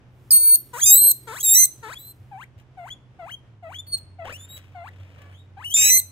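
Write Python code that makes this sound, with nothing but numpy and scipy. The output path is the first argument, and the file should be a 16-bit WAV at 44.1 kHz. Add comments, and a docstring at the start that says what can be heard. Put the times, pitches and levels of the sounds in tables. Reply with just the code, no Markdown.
"""A guinea pig, held in a hand close to a phone with two microphones in a small brick room, squeals,
calms to softer calls and squeals again near the end. Most calls open with a low grunt, a pulsed note that
dips and shoots up into a whistle of a few harmonics with air hiss; hard squeals split into subharmonics.
Behind it a faint hum of steady partials sags in pitch over dull room noise and an early drone. Sine thuds
are soft handling bumps, grainy noise is a little rustling, and one call from farther off comes via the room."""
import sys
import numpy as np
from scipy import signal
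from scipy.fft import rfft, irfft, next_fast_len
from scipy.io import wavfile
from scipy.ndimage import uniform_filter1d, minimum_filter1d

SR = 44100
rng = np.random.default_rng(int(sys.argv[2]) if len(sys.argv) > 2 else 0)


def output_pcm(signal):
    """Save a mono or channel-first signal as 16-bit PCM at the path in sys.argv[1].

    Samples are clipped to [-1, 1] before scaling.
    """
    pcm = np.clip(np.atleast_2d(signal).T, -1, 1) * 32767
    wavfile.write(sys.argv[1], SR, np.round(pcm).astype(np.int16))


N = 269451
TIME = np.arange(N) / SR


def amp(db):
    """Decibels to gain."""
    return 10 ** (np.asarray(db) / 20)


def unit(x):
    """Scales to rms 1."""
    return x / np.sqrt(np.mean(x ** 2) + 1e-20)


def read(points, hz):
    """Reads a spectrum on a log-frequency axis."""
    f, value = np.transpose(points)
    return np.interp(np.log(hz + 1), np.log(f + 1), value)


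def colour(x, gain):
    """Filters x by a gain given as a function of frequency."""
    size = next_fast_len(x.shape[-1] + 2048)
    spectrum = rfft(x, size) * gain(np.fft.rfftfreq(size, 1 / SR))
    return irfft(spectrum, size)[..., :x.shape[-1]]


def noise(spectrum, count):
    """Noise of rms 1 with the given spectrum."""
    return unit(colour(rng.standard_normal(count), lambda f: amp(read(spectrum, f))))


def wobble(count, hz):
    """Slow chance of rms 1, up to about hz."""
    return unit(colour(rng.standard_normal(count), lambda f: np.exp(-(f / hz) ** 2)))


def gate(t, start, end, rise, fall):
    """Smooth opening and closing of a sound."""
    opening = np.minimum((t - start) / rise, (end - t) / fall)
    return np.sin(np.pi / 2 * np.clip(opening, 0, 1)) ** 2


def add(mix, s, sound):
    """Adds a sound into the mix at time s."""
    part = mix[max(round(s * SR), 0):][:len(sound)]
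    part += sound[:len(part)]


def partial(hz, k):
    """Harmonic k of a pitch curve as a sine of rms 1, fading out between 16.5 and 18 kHz."""
    audible = np.clip((18000 - k * hz) / 1500, 0, 1)
    phase = k * np.cumsum(hz) / SR + rng.random()
    return np.sqrt(2) * np.sin(2 * np.pi * phase) * audible


# Partials of the hum. Each row: multiple of the pitch, relative level in dB.
HUM_PARTIALS = [(1, -2.5), (1.5, -19), (2, -23.5), (3, -25.5)]
# Colour of the early drone. Each row: frequency in Hz, relative level in dB.
DRONE_COLOUR = [(150, -34), (270, -9), (330, -6), (400, -12.5), (700, -31)]
# Colour of the room noise. Each row: frequency in Hz, relative level in dB per Hz.
ROOM_NOISE_COLOUR = [(15, -35.5), (25, -14.5), (55, -8), (100, -3), (130, -0.5), (160, -14), (320, -17),
                     (450, -20.5), (800, -24), (1600, -28.5), (3200, -34.5), (4300, -42.5), (6000, -44.5),
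                     (16000, -65.5)]
# Likeness of the room noise at both microphones. Each row: frequency in Hz, left-right likeness.
ROOM_NOISE_LIKENESS = [(30, 0.98), (200, 0.75), (600, 0.89), (1500, 0.14), (15000, .1)]
HUM_FAST_HZ, HUM_SLOW_HZ = 124.4, 93.6
HUM_FAST_DB, HUM_SLOW_DB = -52.5, -46
HUM_SLOWS_AT_S, HUM_SLOWING_S = 3.42, .26
DRONE_DB, DRONE_END_S, DRONE_RISE_S, DRONE_FADE_S = -59, 2.6, 0.54, 1
ROOM_NOISE_DB = -53.5


def background():
    """A distant motor-like hum that slows and grows midway, over dull room noise and a low drone."""
    slowed = np.clip((TIME - HUM_SLOWS_AT_S) / HUM_SLOWING_S, 0, 1)
    hz = (HUM_FAST_HZ + (HUM_SLOW_HZ - HUM_FAST_HZ) * slowed) * (1 + .004 * wobble(N, 8))
    level_db = HUM_FAST_DB + (HUM_SLOW_DB - HUM_FAST_DB) * slowed + 0.822 * wobble(N, 4.6)
    hum = amp(level_db) * sum(amp(db) * partial(hz, k) for k, db in HUM_PARTIALS)
    hum = hum * amp([[-.8], [.8]])  # a little stronger on the right
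    drone_gate = gate(TIME, 0, DRONE_END_S, DRONE_RISE_S, DRONE_FADE_S)
    drone = amp(DRONE_DB) * drone_gate * noise(DRONE_COLOUR, N)
    left, other = noise(ROOM_NOISE_COLOUR, N), noise(ROOM_NOISE_COLOUR, N)
    alike = lambda f: np.clip(read(ROOM_NOISE_LIKENESS, f), -1, 1)
    right = colour(left, alike) + colour(other, lambda f: np.sqrt(1 - alike(f) ** 2))
    swell_db = 1.3 * wobble(N, 6)
    return hum + drone + amp(ROOM_NOISE_DB + swell_db) * np.array([left, right])


# Colour of the air hiss in the calls. Each row: frequency in Hz, relative level in dB.
AIR_COLOUR = [(500, -27), (1500, -28.5), (2700, -29.5), (4000, -15.5), (4800, -18.5), (5500, -12.5),
              (6400, -4), (8500, -2), (10200, -3.5), (12000, -9.5), (13600, -10.5), (15000, -2.5),
              (16000, -21)]


def whistling(hz, first_db, octave_db, upper_db, hiss_db, shimmer_db=1.07, rolloff_db=-5):
    """A thin, high tone with strong overtones and air rushing past the folds."""
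    count = len(hz)
    turbulence = np.clip(amp(hiss_db - np.maximum(first_db, octave_db)) - .06, 0, .3)
    # strong turbulence shakes the pitch; a clean whistle barely wavers
    fast_shake = (.0004 + .015 * turbulence) * wobble(count, 350)
    slow_shake = (.001 + .012 * turbulence) * wobble(count, 50)
    hz = hz * (1 + fast_shake + slow_shake)
    levels = [first_db, octave_db, upper_db, upper_db + rolloff_db, upper_db + 2 * rolloff_db]
    tone = sum(amp(db + shimmer_db * wobble(count, 70)) * partial(hz, k)
               for k, db in enumerate(levels, 1))
    gusts = amp(hiss_db - 2 + 2 * wobble(count, 150))
    return tone + gusts * noise(AIR_COLOUR, count)


def squeak(start, length, first_hz, last_hz, bend, swell, db, octave_db, upper_db, hiss_db):
    """A soft whistle that swells, glides to its last pitch and lets go."""
    t = np.arange(0, length, 1 / SR)
    glide_hz = last_hz + (first_hz - last_hz) * (1 - t / length) ** bend
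    hz = glide_hz * (1 + .003 * wobble(len(t), 60))
    tone = whistling(hz, db, db + octave_db, db + upper_db, hiss_db, shimmer_db=1.5)
    return start, tone * gate(t, 0, length, swell * length, fall=.018)


# Colour of the lines between the harmonics. Each row: frequency in Hz, relative level in dB.
SPLIT_COLOUR = [(300, -76.5), (1250, -45), (2050, -22), (2550, -10), (3400, -23), (4500, -30.5),
                (5000, -13), (6200, -6), (7200, -2), (8750, -9), (10100, -10.5), (12500, -17),
                (14300, -6.5), (15800, -33.5)]


def split_folds(t, hz, start, end, count, db, smear_hz, lift_db):
    """The folds repeat only every few cycles: lines between the harmonics, smeared as the pattern slips."""
    count = round(count)
    lines = np.zeros(len(t))
    for k in range(1, 4 * count):
        if k % count:  # skip the harmonics themselves
            slip_hz = np.sqrt(abs(smear_hz) * 300) * wobble(len(t), 600)
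            lines += partial(hz * k / count + slip_hz, 1)
    opening = gate(t, start - .004, end + .004, .009, .009)
    low_lift = lambda f: lift_db / (1 + (f / 3600) ** 8)
    lines = colour(lines * opening, lambda f: amp(read(SPLIT_COLOUR, f) + low_lift(f)))
    return amp(db) * unit(lines) * np.sqrt(np.mean(opening ** 2))


# Where the folds split. Each row: start in seconds, end in seconds, cycles per pattern, level in dB,
# smear setting in Hz (rms slip is the root of 300 times it), lift of the low lines in dB relative to the
# high ones, change of the overtones in dB.
FOLD_SPLITS = [(0.858, 0.913, 3, -14.5, 4, -11, 0.5), (0.91, 0.953, 3, -41, 1, 23, 2.5),
               (1.442, 1.529, 3, -34, 88, -1.5, -0.5), (1.537, 1.55, 3, -20.5, 30, -5.5, -5.5),
               (1.55, 1.646, 2, -12.5, 0.5, -5, -6.5), (5.764, 5.898, 3, -21, 220, 5.5, -0.5),
               (5.809, 5.911, 2, -22.5, 250, 5, -1), (5.898, 5.979, 2, -13.5, 3.8, 4, -7.5)]
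YELP_S, HISS_FADE_DB = 0.0051, -18.5  # the opening yelp settles at once; the hiss fades over the squeal
# at the end the folds let go: the pitch drops in a puff of air
CLOSE_S, CLOSE_DROP_HZ, CLOSE_PUFF_DB, PUFF_RISE_DB_PER_S = .007, 200, -21, 703
FUNDAMENTAL_SHARE = 0.63  # the fundamental follows only this share of a squeal's level changes


def squeal(curve, first_db, overtones_db, bright_start_db, bright_end_db, hiss_db, yelp_hz, arch_hz):
    """A hard whistle: it snaps on, power moves from the octave to the third harmonic, and it ends in a puff."""
    s, pitch, level = np.transpose(curve)
    t = np.arange(s[0] - .005, s[-1] + CLOSE_S, 1 / SR)
    age = t - t[0]
    progress, closing = age / age[-1], np.clip((t - s[-1]) / CLOSE_S, 0, 1)
    hz = np.interp(t, s, pitch) + yelp_hz * np.exp(-age / YELP_S) - CLOSE_DROP_HZ * closing
    hz = hz + arch_hz * np.sin(np.pi * progress ** 2.1) ** 2
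    level_db = np.interp(t, s, level)
    power_db, rasp = level_db + overtones_db, 0
    for start, end, *pattern, dip_db in FOLD_SPLITS:
        if s[0] < start < s[-1]:
            rasp = rasp + split_folds(t, hz, start, end, *pattern)
            power_db = power_db + dip_db * gate(t, start - .004, end + .004, .015, .015)
    bright_db = bright_start_db + (bright_end_db - bright_start_db) * progress
    # octave and third harmonic share the power
    octave_db = power_db - 10 * np.log10(1 + amp(bright_db) ** 2)
    puff_db = CLOSE_PUFF_DB - PUFF_RISE_DB_PER_S * (t[-1] - t)
    air_db = np.maximum(hiss_db + HISS_FADE_DB * progress, puff_db)
    fundamental_db = first_db + FUNDAMENTAL_SHARE * (level_db - level.max())
    tone = whistling(hz, fundamental_db, octave_db, octave_db + bright_db, air_db)
    return t[0], (tone + rasp) * gate(t, t[0], t[-1], .005, .002)


# Throat colour with the mouth shut. 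Each row: frequency in Hz, relative level in dB.
SHUT_MOUTH = [(400, -27), (700, 6.5), (1000, 3), (1400, -17), (2100, -11), (2800, -22), (3500, -32.5),
              (4600, -40), (8000, -97), (15000, -97)]
# Throat colour with the mouth open. Each row: frequency in Hz, relative level in dB.
OPEN_MOUTH = [(430, -4.5), (900, -5), (1400, -4), (1900, -12), (2800, -23), (4000, -19), (5400, -32),
              (7500, -19.5), (15000, -30)]
HOARSE_DB = 10  # rise of the huskiness over the sweep with the mouth shut; half of it when open


def grunt(start, hold, sweep, low_hz, end_hz, db, mouth, hiss_db,
          scoop=0.22, settle=.018, jitter=0.0088, strain=.03, fade_db=-11, press_db=4):
    """A pulsed note settles low, then sweeps up, hoarser, as the folds tighten; an open mouth adds half lines."""
    t = np.arange(0, hold + sweep, 1 / SR)
    count = len(t)
    tension = np.clip((t - hold) / sweep, 0, 1) ** (1.8 - .5 * mouth)
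    effort = np.sqrt(tension)
    dip = 1 + scoop * (1 - .4 * mouth) * np.exp(-t / settle)
    hz = low_hz * dip * (end_hz / low_hz) ** tension
    hz = hz * (1 + (jitter + 0.01257 * mouth + strain * effort) * wobble(count, 300))
    throat = lambda f: amp((1 - mouth) * read(SHUT_MOUTH, f) + mouth * read(OPEN_MOUTH, f))
    orders = np.arange(1, 33) / 2
    halves = mouth ** 2 * (1 - tension) ** 3
    gains = np.array([throat(k * hz) * amp(press_db * effort * (k > 1)) * (halves if k % 1 else 1)
                      for k in orders])
    gains /= np.linalg.norm(gains, axis=0)
    # the fundamental holds nearly steady; the higher lines flutter
    tone = sum(g * amp(min(.6 * k * k, 3) * wobble(count, 120)) * partial(hz, k)
               for k, g in zip(orders, gains))
    husk = unit(colour(rng.standard_normal(count), lambda f: throat(f) * (f > low_hz)))
    tone += amp(-23.5 + 10 * mouth + HOARSE_DB * (1 - .5 * mouth) * effort) * husk
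    tone *= amp(fade_db * (0.5 - .4 * mouth) * tension ** 0.36)
    hiss = unit(noise(AIR_COLOUR, count) * amp((20 - 11 * mouth) * effort))
    return start, (amp(db) * tone + amp(hiss_db - 3) * hiss) * gate(t, 0, t[-1], .015, .006)


# Soft squeaks close by. Each row: start in seconds, length in seconds, first pitch in Hz, last pitch in Hz,
# bend (over 1 glides early), swelling share 0-1, level in dB, octave against it in dB, third harmonic
# against it in dB, air hiss setting in dB (centred 2 dB lower).
NEAR_SQUEAKS = [(.306, .018, 5120, 4805, 1, 0.2, -14, -1.5, -7, -30),
                (1.391, 0.038, 3010, 3440, 1.33, 0.54, -40.5, 9.5, 4, -29),
                (1.946, 0.044, 3070, 3490, 1.85, 0.57, -39.5, -25, -18, -56),
                (1.972, 0.16, 3780, 4094, 2.7, 0.17, -51, -2, 5, -62.5),
                (2.896, .052, 2800, 3424, 3.3, 0.36, -38.5, -13, -25, -60),
                (3.307, 0.054, 2690, 3210, 3.5, 0.23, -37.5, -20.5, -20, -63.5),
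                (3.74, 0.047, 2740, 3370, 2.76, 0.18, -38.5, -18, -24, -59),
                (3.783, 0.033, 3413, 3636, 1, 0.2, -34.5, -11, -18, -61),
                (3.858, 0.082, 4430, 4450, .8, 0.41, -46.5, -4.5, 2, -83),
                (3.911, 0.054, 4470, 3927, .35, 0.62, -23.5, -2.5, -25, -44),
                (4.324, 0.056, 2327, 3060, 1.5, 0.01, -43.5, -12.5, -12.5, -49),
                (4.368, 0.099, 3290, 3640, 1.86, 0.43, -51.5, 2.5, -4.5, -66),
                (4.475, 0.11, 3737, 3933, 1.03, 0.35, -45, -5.5, -7, -78),
                (5.638, 0.064, 2550, 2992, 4.6, 0.22, -32.5, -27, -15.5, -53),
                (5.689, 0.058, 2750, 3370, 1.3, 0.45, -32.5, -12.5, -5, -45)]
# The four loud squeals, one curve each. Each row of a curve: time in seconds, base pitch in Hz,
# level setting in dB that the overtones are offset from.
SQUEAL_PATHS = [
    [(0.316, 4370, -17.5), (0.366, 4398, -15), (0.398, 4423, -25.5), (0.55, 4406, -16), (0.553, 4400, -20)],
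    [(0.815, 3220, -28.5), (0.833, 3357, -14.5), (0.859, 3692, -19.5), (0.921, 3792, -9),
     (0.999, 4117, -13.5), (1.113, 4189, -12)],
    [(1.432, 3950, -24.5), (1.448, 3790, -19), (1.5, 3680, -14.5), (1.542, 3809, -12.5), (1.6, 4150, -13),
     (1.644, 4100, -17), (1.652, 4145, -16)],
    [(5.743, 3564, -15.5), (5.765, 3615, -15.5), (5.903, 4007, -15), (5.955, 4105, -14.5),
     (5.996, 4133, -19)],
]
# Voice of each squeal. Each row: fundamental at its loudest in dB, overtones against the level curve in dB,
# third harmonic over the octave at the start in dB and at the end in dB, air hiss setting at the start in dB
# (centred 2 dB lower), opening yelp in Hz, arch of the pitch in Hz.
SQUEAL_TONES = [(-27, 7.5, 3, 7.5, -29, 101, 32.5), (-25.5, 0.5, -3.5, 4.5, -32.5, -0.5, -3.5),
                (-28.5, 1, -5, -0.5, -32.5, 0.5, 4), (-26.5, 0, -21, 3.5, -24.5, 199.5, 1.5)]
# Grunts close by. 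Each row: start in seconds, hold in seconds, sweep in seconds, lowest pitch in Hz,
# end pitch in Hz, level before the sweep in dB, mouth opening 0-1, air hiss setting in dB (played 3 dB lower).
NEAR_GRUNTS = [(.728, 0.032, 0.056, 914, 2560, -35, 0.79, -34.5),
               (1.267, 0.046, 0.085, 864, 3104, -36.5, 0.95, -44),
               (1.823, 0.055, 0.072, 849, 2890, -38.5, 0.91, -67),
               (2.309, 0.05, 0.088, 749, 2507, -39.5, 0, -62),
               (2.768, 0.073, 0.058, 682, 2613, -39.5, 0.1, -61),
               (3.186, 0.059, 0.069, 664, 2700, -39.5, 0.22, -63),
               (3.622, .06, 0.069, 639, 2750, -40, 0.07, -62),
               (4.183, 0.05, 0.087, 643, 2320, -37.5, 0.01, -64),
               (4.743, 0.084, 0.069, 686, 2400, -40.5, 0.3, -66.5),
               (5.564, 0.014, 0.071, 722, 2602, -42, 0.4, -63.5)]


def guinea_pig():
    """All squeaks, squeals and grunts of the near animal."""
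    voice = np.zeros(N)
    for row in NEAR_SQUEAKS:
        add(voice, *squeak(*row))
    for curve, row in zip(SQUEAL_PATHS, SQUEAL_TONES):
        add(voice, *squeal(curve, *row))
    for row in NEAR_GRUNTS:
        add(voice, *grunt(*row))
    return voice


# Soft handling bumps at the phone. Each row: middle in seconds, peak level in dB.
HAND_BUMPS = [(.85, -41), (1.031, -48.5), (2.218, -41), (2.579, -44), (5.027, -40), (5.328, -48)]


def bumps(hz=98, length=.09):
    """The hand nudges the phone: a few cycles of low thud."""
    out, t = np.zeros(N), np.arange(0, length, 1 / SR)
    thud = np.hanning(len(t)) * np.sin(2 * np.pi * hz * t)
    for s, db in HAND_BUMPS:
        add(out, s - length / 2, amp(db) * thud)
    return out


# Rustles of fur, cloth and hay close by. Each row: start in seconds, length in seconds, level in dB,
# treble lift in dB (approached far above 4 kHz, half of it there).
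SWISHES = [(2.578, 0.057, -64, 9), (3.866, 0.017, -61, 30), (3.973, 0.024, -45.5, 61.5),
           (4.242, 0.12, -43.5, -21), (4.34, 0.55, -61.5, -3), (4.561, 0.047, -50, 26),
           (4.88, 0.7, -61, -11.5), (5.217, 0.016, -55, 9)]
# Colour of the rustles before that lift. Each row: frequency in Hz, relative level in dB.
SWISH_COLOUR = [(100, -5.5), (300, -10.5), (550, 2.5), (800, -8), (1100, -7), (1600, -5), (3100, -3),
                (4300, -15.5), (8000, -19.5), (15000, -22)]


def rustles():
    """Short swishes: noise made grainy by fast, random level changes."""
    out = np.zeros(N)
    for s, length, db, lift_db in SWISHES:
        t = np.arange(0, length, 1 / SR)
        grains = noise(SWISH_COLOUR, len(t)) * amp(3.1 * wobble(len(t), 183))
        grains = colour(grains, lambda f: amp(lift_db * f / (f + 4000)))
        add(out, s, amp(db) * unit(grains * gate(t, 0, length, 0.067 * length, 0.57 * length)))
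    return out


# The grunt of a call from farther off, one row with the columns of the near grunts.
DISTANT_GRUNT = (5.15, .12, .06, 570, 2700, -55, .45, -75)
# The squeak it rises into, one row with the columns of the near squeaks.
DISTANT_SQUEAK = (5.32, .09, 2850, 3850, 1.5, .2, -58, -14, -22, -75)


def far_call():
    """One grunt rising into a squeak, some way off and heard only through the room."""
    voice = np.zeros(N)
    add(voice, *grunt(*DISTANT_GRUNT))
    add(voice, *squeak(*DISTANT_SQUEAK))
    return voice


# Decay of the room's tail. Each row: frequency in Hz, time to fall by 60 dB in seconds.
TAIL_DECAY = [(200, .3), (1000, .3), (4000, .45), (8000, .38), (15000, .28)]


def room(x):
    """Brick walls: a quick cluster of near reflections, then a faint tail, different at each microphone."""
    taps = rng.standard_normal((2, SR // 2)) * (rng.random((2, SR // 2)) < .15)
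    taps[:, :90] = 0  # about 2 ms before the first reflection
    hz, t, z = signal.stft(taps, SR, nperseg=256)
    cluster = 3.5 * np.exp(-t / .016)
    decay = amp(-60 * t / read(TAIL_DECAY, hz)[:, None]) + cluster
    tail = signal.istft(z * decay, SR, nperseg=256)[1]
    return signal.fftconvolve(x[None], tail / np.linalg.norm(tail[0]), axes=1)[:, :N]


# Level balance of the two microphones. Each row: frequency in Hz, left minus right in dB.
MIC_BALANCE = [(200, 2.5), (700, 3.5), (2400, 10), (4400, -0.5), (6200, -8), (7600, 0.5), (9000, 1),
               (15000, -1)]
# Phase between the two microphones. Each row: frequency in Hz, radians by which the left leads.
MIC_PHASE = [(0, 0), (700, .3), (1300, .4), (1900, -2), (2600, -3.7), (4100, -7.1), (6200, -11),
             (7600, -12.2), (15000, -24.6)]


def microphones(x):
    """The near sound reaches the two ports with different level and delay."""
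    right_shift = lambda f: np.exp(-1j * np.interp(f, *np.transpose(MIC_PHASE)))
    left = colour(x, lambda f: amp(read(MIC_BALANCE, f) / 2))
    right = colour(x, lambda f: amp(-read(MIC_BALANCE, f) / 2) * right_shift(f))
    return np.array([left, right])


def scene(room_db=-12.5):
    """The near animal and rustles, their room with the far call, the bumps and the background."""
    near = guinea_pig() + rustles()
    reverb = room(amp(room_db) * near + far_call())
    return microphones(near) + reverb + bumps() + background()


def record(dry):
    """The phone rounds off the highest peaks with a quick limiter, then cuts the treble above 15.75 kHz."""
    peak = -minimum_filter1d(-abs(dry).max(0), 441)  # highest peak within 10 ms
    limited = dry / uniform_filter1d(np.maximum(peak / .92, 1), 441)
    lowpass = signal.firwin(301, 15750, window=("kaiser", 8), fs=SR)
    return signal.oaconvolve(limited, lowpass[None], "same", axes=1)


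dry = scene()
out = record(dry)
output_pcm(out)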